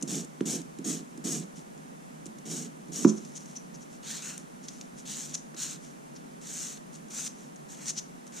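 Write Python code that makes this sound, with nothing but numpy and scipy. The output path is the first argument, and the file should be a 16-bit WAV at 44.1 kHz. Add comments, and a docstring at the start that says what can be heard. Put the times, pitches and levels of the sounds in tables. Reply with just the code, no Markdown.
"""In a small quiet room, an emery board files fingernails over a table, close to a stereo microphone.
Each stroke is gritty noise that rings in nail and board; while the finger rests on the table, it rumbles along.
Around the strokes the board ticks, scuffs and brushes on the nail: short bursts of noise, each around one pitch.
The hand knocks the table, once hard: a crack, a short thud and long low rings. The room adds short reflections
to the nail sounds and knocks. Under it all lies the microphone's own steady noise."""
import sys
import numpy as np
from scipy import signal
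from scipy.fft import rfft, irfft
from scipy.io import wavfile

SR = 44100
rng = np.random.default_rng(int(sys.argv[2]) if len(sys.argv) > 2 else 0)


def log_audio(samples):
    """Write samples as a 16-bit WAV file to the path given in sys.argv[1]."""
    # one column per channel
    frames = np.atleast_2d(samples).T
    # limit to full scale, then quantise
    limited = np.clip(frames, -1, 1)
    pcm = np.round(limited * 32767).astype(np.int16)
    wavfile.write(sys.argv[1], SR, pcm)


N = 370440
TIME = np.arange(N) / SR
HZ = np.maximum(np.arange(N // 2 + 1) * SR / N, 1)

# long rings of table and room after a knock; the level is before each knock's own ring level is added:
# (f/Hz, level re thud/dB, time to fall by 60 dB/s)
TABLE_RINGS = [(165.3, -24, 0.23), (187, -30, 0.27), (214.2, -13.5, 0.29), (263, -44, 0.23),
               (296, -17, 0.16), (332.4, -23.5, 0.3), (369.7, -20.5, 0.243), (396, -38, 0.4),
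               (478, -38, 0.24), (553, -39, 0.25), (660, -45, .35), (987, -43, 0.27)]
# stereo width of the close sounds: (f/Hz, side minus mid/dB)
CLOSE_WIDTH = [(100, 11), (250, -13), (500, 5), (800, -3), (1200, -17), (1800, -6), (2800, -56),
               (4200, -21), (6400, -7), (8200, -2), (9800, 0), (12000, -1.5), (15000, -14)]
BITE_FOLLOWS, DRONE_FOLLOWS, RUMBLE_FOLLOWS = 0.69, 0.58, 0.4  # share of the stroke's swing in dB
EDGE_S, RUMBLE_RELEASE_S = 0.005, 0.026  # the rasp starts and stops this fast; the table rumbles on a little


def from_db(db):
    """Turn decibels into gain."""
    return 10 ** (np.asarray(db) / 20)


def rms_one(x):
    """Scale to unit power."""
    return x / np.sqrt(np.mean(x ** 2) + 1e-20)


def gain_at(points, hz=HZ):
    """Turn a spectrum table into gains, joined on a log-frequency axis."""
    at, db = np.transpose(points)
    return from_db(np.interp(np.log(hz), np.log(at), db))


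def stereo(mid, side=0, pan_db=0):
    """Make left and right from mid and side; a positive pan leans left."""
    left = (mid + side) * from_db(pan_db / 2)
    right = (mid - side) * from_db(-pan_db / 2)
    return np.array([left, right])


def band(x, low_hz, high_hz, order=2):
    """Keep only the band between two frequencies."""
    return signal.sosfilt(signal.butter(order, [low_hz, high_hz], "band", fs=SR, output="sos"), x + 1e-18)


def high_pass(x, lowest_hz, order):
    """Take away what lies below the lowest frequency."""
    return signal.sosfilt(signal.butter(order, lowest_hz, "high", fs=SR, output="sos"), x)


def resonance(centre_hz, width_hz, hz=HZ):
    """Gain of one resonance, 1 on top."""
    return 1 / np.sqrt(1 + ((hz ** 2 - centre_hz ** 2) / (hz * width_hz)) ** 2)


def noise(gain):
    """Steady noise of the given colour, unit power."""
    return rms_one(irfft(rfft(rng.standard_normal(N)) * gain, N))


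def add(out, s, sound):
    """Mix a sound in from time s."""
    start = max(round(s * SR), 0)
    out[:, start:start + sound.shape[1]] += sound[:, :N - start]


def microphone_noise(mid_db=-49.5, side_db=-48.5):
    """The microphone's own steady noise, strongest low down and wide between the ears."""
    # colour of the middle: (f/Hz, relative level per Hz/dB)
    mid_colour = [(20, -25), (33, -19.5), (70, -29), (110, -35.5), (150, 1), (195, -2), (240, 0.5),
                  (310, -9), (500, -15), (900, -21.5), (2000, -25.5), (4800, -31.5), (6200, -28),
                  (10000, -31.5), (15000, -46)]
    # colour of the difference between the ears: (f/Hz, relative level per Hz/dB)
    side_colour = [(20, -33), (80, -36), (115, -25), (155, 6.5), (200, -1.5), (260, 0.5), (330, -1.5),
                   (900, -4), (2000, -16), (4400, -32), (6200, -22), (10000, -26), (15000, -39)]
    mid = from_db(mid_db) * noise(gain_at(mid_colour))
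    side = from_db(side_db) * noise(gain_at(side_colour))
    return stereo(mid, side, pan_db=-1.0)


def reverb(x, first_echo_s=0.004, t60_s=0.37):
    """Dense reflections of the small room, different at each ear: noise that falls by 60 dB in t60_s."""
    t = TIME[:SR // 2]
    tail = rng.standard_normal((2, len(t))) * from_db(-60 * t / t60_s) * (t > first_echo_s)
    tail = tail / np.sqrt((tail ** 2).sum(axis=1, keepdims=True))
    return signal.fftconvolve(x, tail, axes=1)[:, :N]


def without_deep_bass(x, lowest_hz=130):
    """The microphone picks up no deep bass: a steep low cut."""
    return high_pass(x, lowest_hz, order=7)


def contact(start_s, end_s, release_s):
    """The board lands quickly, stays, and its sound dies away after it lifts."""
    landing = np.clip((TIME - start_s) / EDGE_S + 1, 0, 1)
    return landing * np.exp(-np.maximum(TIME - end_s, 0) / release_s)


def swing_db(start_s, rise_s, fall_s, landing_db, fade_db):
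    """A stroke speeds up to its height and slows again: an arch in dB, 0 at the height."""
    late = TIME - start_s - rise_s
    before = landing_db * np.clip(late / rise_s, -1, 0) ** 2
    after = fade_db * np.clip(late / fall_s, 0, 1) ** 2
    return -before - after


def propped_gains():
    """Hiss, bite and table rumble all follow the swing of each stroke with the finger propped on the table."""
    # levels at the height, before each layer's trim: (start/s, rise/s, fall/s, hiss level/dB,
    # landing below the height/dB, fade by the end/dB, bite level re hiss/dB, rumble level/dB)
    strokes = [ (0.077, 0.065, 0.11, -34.5, 6.5, 25.5, -10.5, -35),
               (0.458, 0.049, 0.11, -31.5, 4, 23, -11.5, -34.5),
               (0.846, 0.046, 0.12, -33, 4, 23.5, -12, -35),
               (1.244, 0.055, 0.14, -33.5, 2.5, 20.5, -12, -35),
               (2.457, 0.11, .112, -38, 8, 15.5, -11, -40.5),
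               (2.922, 0.079, 0.04, -35.5, 9, -1.5, -11.5, -41.5)]
    hiss, bite, rumble = np.zeros((3, N))
    for s, rise, fall, db, landing_db, fade_db, bite_db, rumble_db in strokes:
        end = s + rise + fall
        swing = swing_db(s, rise, fall, landing_db, fade_db)
        touching = contact(s, end, EDGE_S)
        hiss += touching * from_db(db + swing)
        bite += touching * from_db(db + bite_db + BITE_FOLLOWS * swing)
        rumble += contact(s, end, RUMBLE_RELEASE_S) * from_db(rumble_db + RUMBLE_FOLLOWS * swing)
    return hiss, bite, rumble


def table_rumble(level_db=-0.1, side_db=-15, boom_db=3, shift_decay_s=0.033):
    """The rubbing travels down the propped finger into the table, whose lowest mode booms along."""
    # colour of the rumble: (f/Hz, relative level per Hz/dB)
    rumble_colour = [(20, -70), (70, -48), (118, -42), (146, 2.5), (210, 3), (280, 4), (370, -3),
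                     (450, -6.5), (580, -21), (730, -17), (900, -56), (2000, -57)]
    # the propped finger shifts on the table: (time/s, rumble level before level_db/dB)
    finger_shifts = [(0.031, -35.5), (0.80, -40.5), (1.02, -50), (1.19, -46), (1.415, -43), (1.575, -48),
                     (1.772, -48), (2.26, -43.5), (2.888, -42)]
    boom = from_db(boom_db) * resonance(TABLE_RINGS[0][0], width_hz=8.4)
    colour = gain_at(rumble_colour) * np.sqrt(1 + boom ** 2)
    drag = stereo(noise(colour), from_db(side_db) * noise(colour), pan_db=-4.5)
    _, _, strokes = propped_gains()
    shifts = sum(from_db(db) * contact(s, s, shift_decay_s) for s, db in finger_shifts)
    return without_deep_bass(from_db(level_db) * np.hypot(strokes, shifts) * drag)


def crack(pitch_hz, overtone_db, overtone_ratio=2.23):
    """Two short, heavily damped rings at the point of contact; the lower one peaks at 1."""
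    click = signal.unit_impulse(SR // 2)
    over_hz = overtone_ratio * pitch_hz
    low = band(click, 0.76 * pitch_hz, 1.26 * pitch_hz)
    high = band(click, 0.73 * over_hz, 0.97 * over_hz)
    return low / abs(low).max() + from_db(overtone_db) * high / abs(high).max()


def knocks(thud_hz=284, thud_at_s=0.00518, ring_delay_s=0.00508, crack_room_db=-7, thud_room_db=-15):
    """A dull crack at the contact, a thud that swells and dies in a few cycles, and long low rings."""
    # the hand bumps the table: (time/s, thud level/dB, thud length/s, long rings re thud/dB,
    # crack level/dB, crack f/Hz, its overtone re crack/dB)
    bumps = [(0.018, -33, 0.0034, 4.5, -47, 1190, -9), (0.4071, -13, .002, -3.5, -32.5, 1540, -2.5),
             (0.788, -27.5, 0.0028, -6, -55, 1500, -5), (1.177, -32.5, 0.0033, -7, -50, 1500, -9),
             (2.257, -34, .0028, 2, -55, 1500, -5), (3.048, -0.9, .0029, 0, -19, 1140, -11.5),
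             (5.543, -34, 0.0018, -6, -44, 1500, -7)]
    t = TIME[:SR // 2]
    late = np.maximum(t - ring_delay_s, 0)
    rings = np.zeros(len(t))
    for k, (hz, db, t60) in enumerate(TABLE_RINGS):
        sign = (-1) ** k  # every second ring starts downwards
        rings += sign * from_db(db - 60 * late / t60) * np.sin(2 * np.pi * hz * late)
    thuds, cracks = np.zeros((2, 2, N))
    for s, thud_db, length_s, ring_db, crack_db, hz, overtone_db in bumps:
        around = t - thud_at_s
        thud = np.exp(-(around / length_s) ** 2) * np.sin(2 * np.pi * thud_hz * around)
        body = without_deep_bass(from_db(ring_db) * rings - thud, lowest_hz=142)
        add(thuds, s, stereo(from_db(thud_db) * body, pan_db=-4.5))
        add(cracks, s, stereo(-from_db(crack_db) * crack(hz, overtone_db)))
    thuds_in_room = thuds + from_db(thud_room_db) * reverb(thuds)
    return thuds_in_room + cracks + from_db(crack_room_db) * reverb(cracks)


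def touch(envelope, pitch_hz, width_hz, top_re_pitch=1.41, sheen=0.24, grain_db=5.0):
    """A brief burst of gritty friction that rings around one pitch, with a faint sheen above it."""
    # colour of a nail touched lightly while a fingertip holds it: (f/Hz, gain/dB)
    fingertip_colour = [(1000, 2.5), (3000, 1), (4200, -1), (4950, -4), (5450, 1.5), (6100, 3.5), (6800, 3),
                        (8000, -1), (10000, 2), (11400, -7), (13500, -1)]
    size = len(envelope)
    hz = np.maximum(np.arange(size // 2 + 1) * SR / size, 1)
    top = sheen + 1 / (1 + (hz / (top_re_pitch * pitch_hz)) ** 10)
    grains = rng.standard_normal((2, size)) * from_db(grain_db * np.minimum(rng.exponential(1, size), 5))
    colour = resonance(pitch_hz, width_hz, hz) * top * gain_at(fingertip_colour, hz)
    mid, side = rfft(grains) * colour
    mid = irfft(mid, size)
    side = irfft(side * gain_at(CLOSE_WIDTH, hz), size)
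    return envelope * stereo(mid, side) / np.std(mid)


def swell(late, rise_s, fall_s):
    """A bell-shaped envelope with its top at time 0 and unequal sides."""
    return np.exp(-(late / np.where(late < 0, rise_s, fall_s)) ** 2 / 2 ** .5)


def ticks_and_scuffs(tick_breadth=11, tick_rise_s=0.00097):
    """Taps start at once and die, the shorter the broader; scuffs swell, stop and trail; brushes fade."""
    # the board taps the nail: (start/s, level before the quick rise and decay/dB, f/Hz, decay/s)
    taps = [(0.012, -42, 6540, 0.0041), (0.025, -30, 7100, 0.0057), (0.246, -39.5, 7250, .0037),
            (0.408, -35.5, 6340, 0.0024), (0.616, -36, 6800, 0.0025), (0.786, -36.5, 6800, .0023),
            (1.175, -36, 6850, 0.0025), (1.776, -47.5, 6360, .004), (2.256, -37, 6740, .0035),
            (2.264, -32.5, 7040, .003), (2.385, -43, 6800, .003), (2.883, -52, 6780, .003),
            (3.249, -40, 6200, 0.0046), (3.353, -43, 6150, .0067), (3.456, -43, 6100, .0065),
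            (3.555, -40, 6000, .0029), (4.378, -23.5, 7900, 0.0014), (4.683, -30.5, 5600, .0053),
            (4.811, -35, 5700, 0.004), (5.545, -38, 5500, .0027), (7.083, -46, 6500, .003),
            (7.559, -47, 6600, 0.0073), (8.267, -39.5, 6860, .0025), (8.276, -42, 6500, .003)]
    # the board catches the nail in a short scuff: (height at/s, rise/s, level/dB, f/Hz, breadth of ring/Hz)
    catches = [(3.055, 0.016, -40, 5860, 1400), (3.080, .0094, -39, 6460, 1000),
               (3.098, 0.015, -35, 6230, 1380), (3.181, 0.018, -48.5, 6260, 1800),
               (3.372, .015, -40, 6400, 1910), (3.571, 0.0085, -37.5, 5950, 450),
               (3.757, .012, -49.5, 6060, 1800), (3.830, 0.022, -54.5, 6250, 1800),
               (4.652, 0.017, -51.5, 6000, 3500), (5.351, 0.0082, -28.5, 6250, 1860),
               (5.628, .01, -38, 6160, 1800), (6.167, .011, -50.5, 5340, 2500),
               (7.274, 0.012, -34.5, 6200, 2800), (7.897, 0.024, -30, 6340, 2600),
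               (7.988, 0.018, -33.5, 5820, 2010)]
    # the board brushes the nail while it is moved into place: (height at/s, fall/s, level/dB)
    brush_strokes = [(1.574, 0.027, -51.5), (3.121, 0.036, -55), (3.237, 0.2, -58.5), (3.413, 0.033, -54),
                     (3.499, 0.055, -57), (3.928, 0.035, -56.5), (4.384, .035, -53.5),
                     (4.719, 0.099, -54.5), (4.986, .028, -51), (5.845, 0.057, -55.5), (6.945, 0.031, -52),
                     (7.40, .065, -57)]
    scuff_fall_share = 0.55  # a scuff stops faster than it swells
    trail_db, trail_s = -17, 0.04  # and the board trails on lightly after it
    brush_hz, brush_width_hz, brush_rise_share = 6530, 4600, 0.55
    out, t = np.zeros((2, N)), TIME[:2 ** 14]
    for s, db, hz, decay in taps:
        envelope = (1 - np.exp(-t / tick_rise_s)) * np.exp(-t / decay)
        add(out, s, touch(from_db(db) * envelope, hz, tick_breadth / decay))
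    late = t - t.mean()  # time 0 in the middle, for the height
    for s, rise, db, hz, width in catches:
        main = swell(late, rise, scuff_fall_share * rise)
        trail = from_db(trail_db) * swell(late, rise, trail_s)
        add(out, s - t.mean(), touch(from_db(db) * np.maximum(main, trail), hz, width))
    for s, fall, db in brush_strokes:
        envelope = from_db(db) * swell(late, brush_rise_share * fall, fall)
        add(out, s - t.mean(), touch(envelope, brush_hz, brush_width_hz))
    return out


def grit(gain, grain_db=3.5, chatter_db=0.5, chatter_hz=110):
    """Countless uneven grains catch on the nail, in clumps as the board sticks and slips; unit mid power."""
    clumps = from_db(chatter_db * noise(1 / (1 + (HZ / chatter_hz) ** 2)))
    sizes = from_db(grain_db * np.minimum(rng.exponential(1, N), 6))
    mid, side = irfft(rfft(rng.standard_normal((2, N)) * sizes * clumps) * gain, N)
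    side = irfft(rfft(side) * gain_at(CLOSE_WIDTH), N)
    return stereo(mid, side) / np.std(mid)


def nail_ring(ring_db):
    """The resonances of nail and board, as a gain over the plain rasp."""
    # (f/Hz, width/Hz, level over the plain rasp before ring_db is added/dB)
    nail_modes = [(5680, 440, 11), (6596, 220, 11), (7710, 160, 7), (8580, 310, 5.5), (9240, 320, 8),
                  (12900, 900, -10)]
    power = sum((from_db(db + ring_db) * resonance(hz, width)) ** 2 for hz, width, db in nail_modes)
    return np.sqrt(1 + power)


def pressure(wobble_db=1.0, wobble_hz=21.3):
    """The hand's pressure is never quite even: a slowly wandering gain about 1."""
    return from_db(wobble_db * noise(1 / (1 + (HZ / wobble_hz) ** 4)))


def gliding_echo(x, strength=.5, delay_s=.0008, sway=.3, sway_hz=2.62):
    """A reflection off the table whose path changes as the hands move, so that bands glide through the rasp."""
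    delay = delay_s * np.exp(sway * noise(1 / (1 + (HZ / sway_hz) ** 4)))
    echo = np.array([np.interp(TIME - delay, TIME, ear) for ear in x])
    return (x + strength * echo) / np.sqrt(1 + strength ** 2)


def lifted_gains(release_s=0.0098):
    """Hiss, bite and the drone of the board all follow the swing of each stroke with the finger lifted."""
    # levels at the height, before each layer's trim: (start/s, rise/s, fall/s, hiss level/dB,
    # landing below the height/dB, fade by the end/dB, bite level re hiss/dB, drone level re hiss/dB)
    strokes = [ (4.031, 0.097, 0.094, -40.5, 13, 10, -4.5, -11),
               (4.224, 0.043, 0.097, -41, 7, 10, -9.5, -8.5), (5.057, .055, .035, -40, 9, 2, -5, -15.5),
               (5.155, 0.02, .16, -39.5, 2, 13, -9.5, -16.5), (5.567, 0.066, 0.13, -36.5, 12, 14, -8, -15),
               (6.415, 0.2, .16, -38, 16, 14, -11.5, -16), (7.106, 0.14, 0.021, -36.5, 9.5, 0, -11, -15.5),
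               (7.688, 0.039, 0.034, -47, 6.5, 8, -10, -13), (7.77, 0.094, 0.0084, -46, 11.5, 0, -10.5, -7),
               (8.323, .075, .02, -44.5, 7.5, 0, -9.5, -9.5)]
    hiss, bite, drone = np.zeros((3, N))
    for s, rise, fall, db, landing_db, fade_db, bite_db, drone_db in strokes:
        swing = swing_db(s, rise, fall, landing_db, fade_db)
        level = from_db(db) * contact(s, s + rise + fall, release_s)
        hiss += level * from_db(swing)
        bite += level * from_db(bite_db + BITE_FOLLOWS * swing)
        drone += level * from_db(drone_db + DRONE_FOLLOWS * swing)
    return hiss, bite, drone


def filing(lowest_hz=170):
    """A hiss that rings in the nail, over the grit's lower bite; with the finger lifted the board drones too."""
    # colours of the layers, each before its ring and echo: (f/Hz, relative level per Hz/dB)
    propped_hiss = [(3500, -7.5), (5000, -4), (6200, 0), (7300, 6), (9500, -7.5), (10000, -5.5),
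                    (10600, -1), (11300, -9.5), (12000, -4), (14000, -8), (15500, -22)]
    propped_bite = [(500, -2), (1000, -3.5), (1600, -1), (2300, -2), (3200, 4), (4200, 4), (4900, 1.5),
                    (6000, -27)]
    lifted_hiss = [(3500, -28), (5000, -6.5), (6300, 5.5), (7400, 4.5), (8600, -3), (10000, -9.5),
                   (11400, -18), (12500, -15), (14000, -14), (15500, -31)]
    lifted_bite = [(1500, -18), (2400, -10), (3200, -1), (4200, 1.5), (4900, -4), (5500, -4), (6800, -24)]
    board_drone = [(500, -17), (1000, -5.5), (1600, 1.5), (2000, -1.5), (2400, -0.5), (2900, -2),
                   (4000, -47)]
    hiss, bite, _ = propped_gains()
    propped = from_db(-1.7) * hiss * grit(gain_at(propped_hiss) * nail_ring(ring_db=7.5))
    propped += from_db(-1.25) * bite * grit(gain_at(propped_bite))
    hiss, bite, drone = lifted_gains()
    lifted = from_db(-0.96) * hiss * grit(gain_at(lifted_hiss) * nail_ring(ring_db=-9))
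    lifted += from_db(-1.5) * bite * grit(gain_at(lifted_bite))
    lifted += from_db(-1.7) * drone * grit(gain_at(board_drone))
    rasp = gliding_echo(propped, strength=0.24, delay_s=0.0016, sway=0.2)
    rasp += gliding_echo(lifted, strength=0.27, delay_s=0.001106, sway=0.243)
    return high_pass(pressure() * rasp, lowest_hz, order=2)


def scene():
    """Nail sounds and table sounds over the microphone's noise."""
    # how the nail sounds lean between the ears: (f/Hz, left minus right/dB)
    ear_lean = [(1000, 2.5), (3000, 0), (5000, 0.5), (6200, 3.5), (7200, 0), (8300, -3.5), (10000, -3.5),
                (12000, 0.5)]
    nail = filing() + ticks_and_scuffs()
    lean = np.sqrt(gain_at(ear_lean))  # half of the difference to each ear
    nail = irfft(rfft(nail) * [lean, 1 / lean], N)
    return nail + from_db(-15) * reverb(nail) + knocks() + table_rumble() + microphone_noise()


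def record(dry, cutoff_hz=15300):
    """Peaks stop at full scale, then the top is cut steeply."""
    low_pass = signal.ellip(10, .1, 80, cutoff_hz, fs=SR, output="sos")
    return signal.sosfilt(low_pass, np.clip(dry, -1, 1))


dry = scene()
out = record(dry)
log_audio(out)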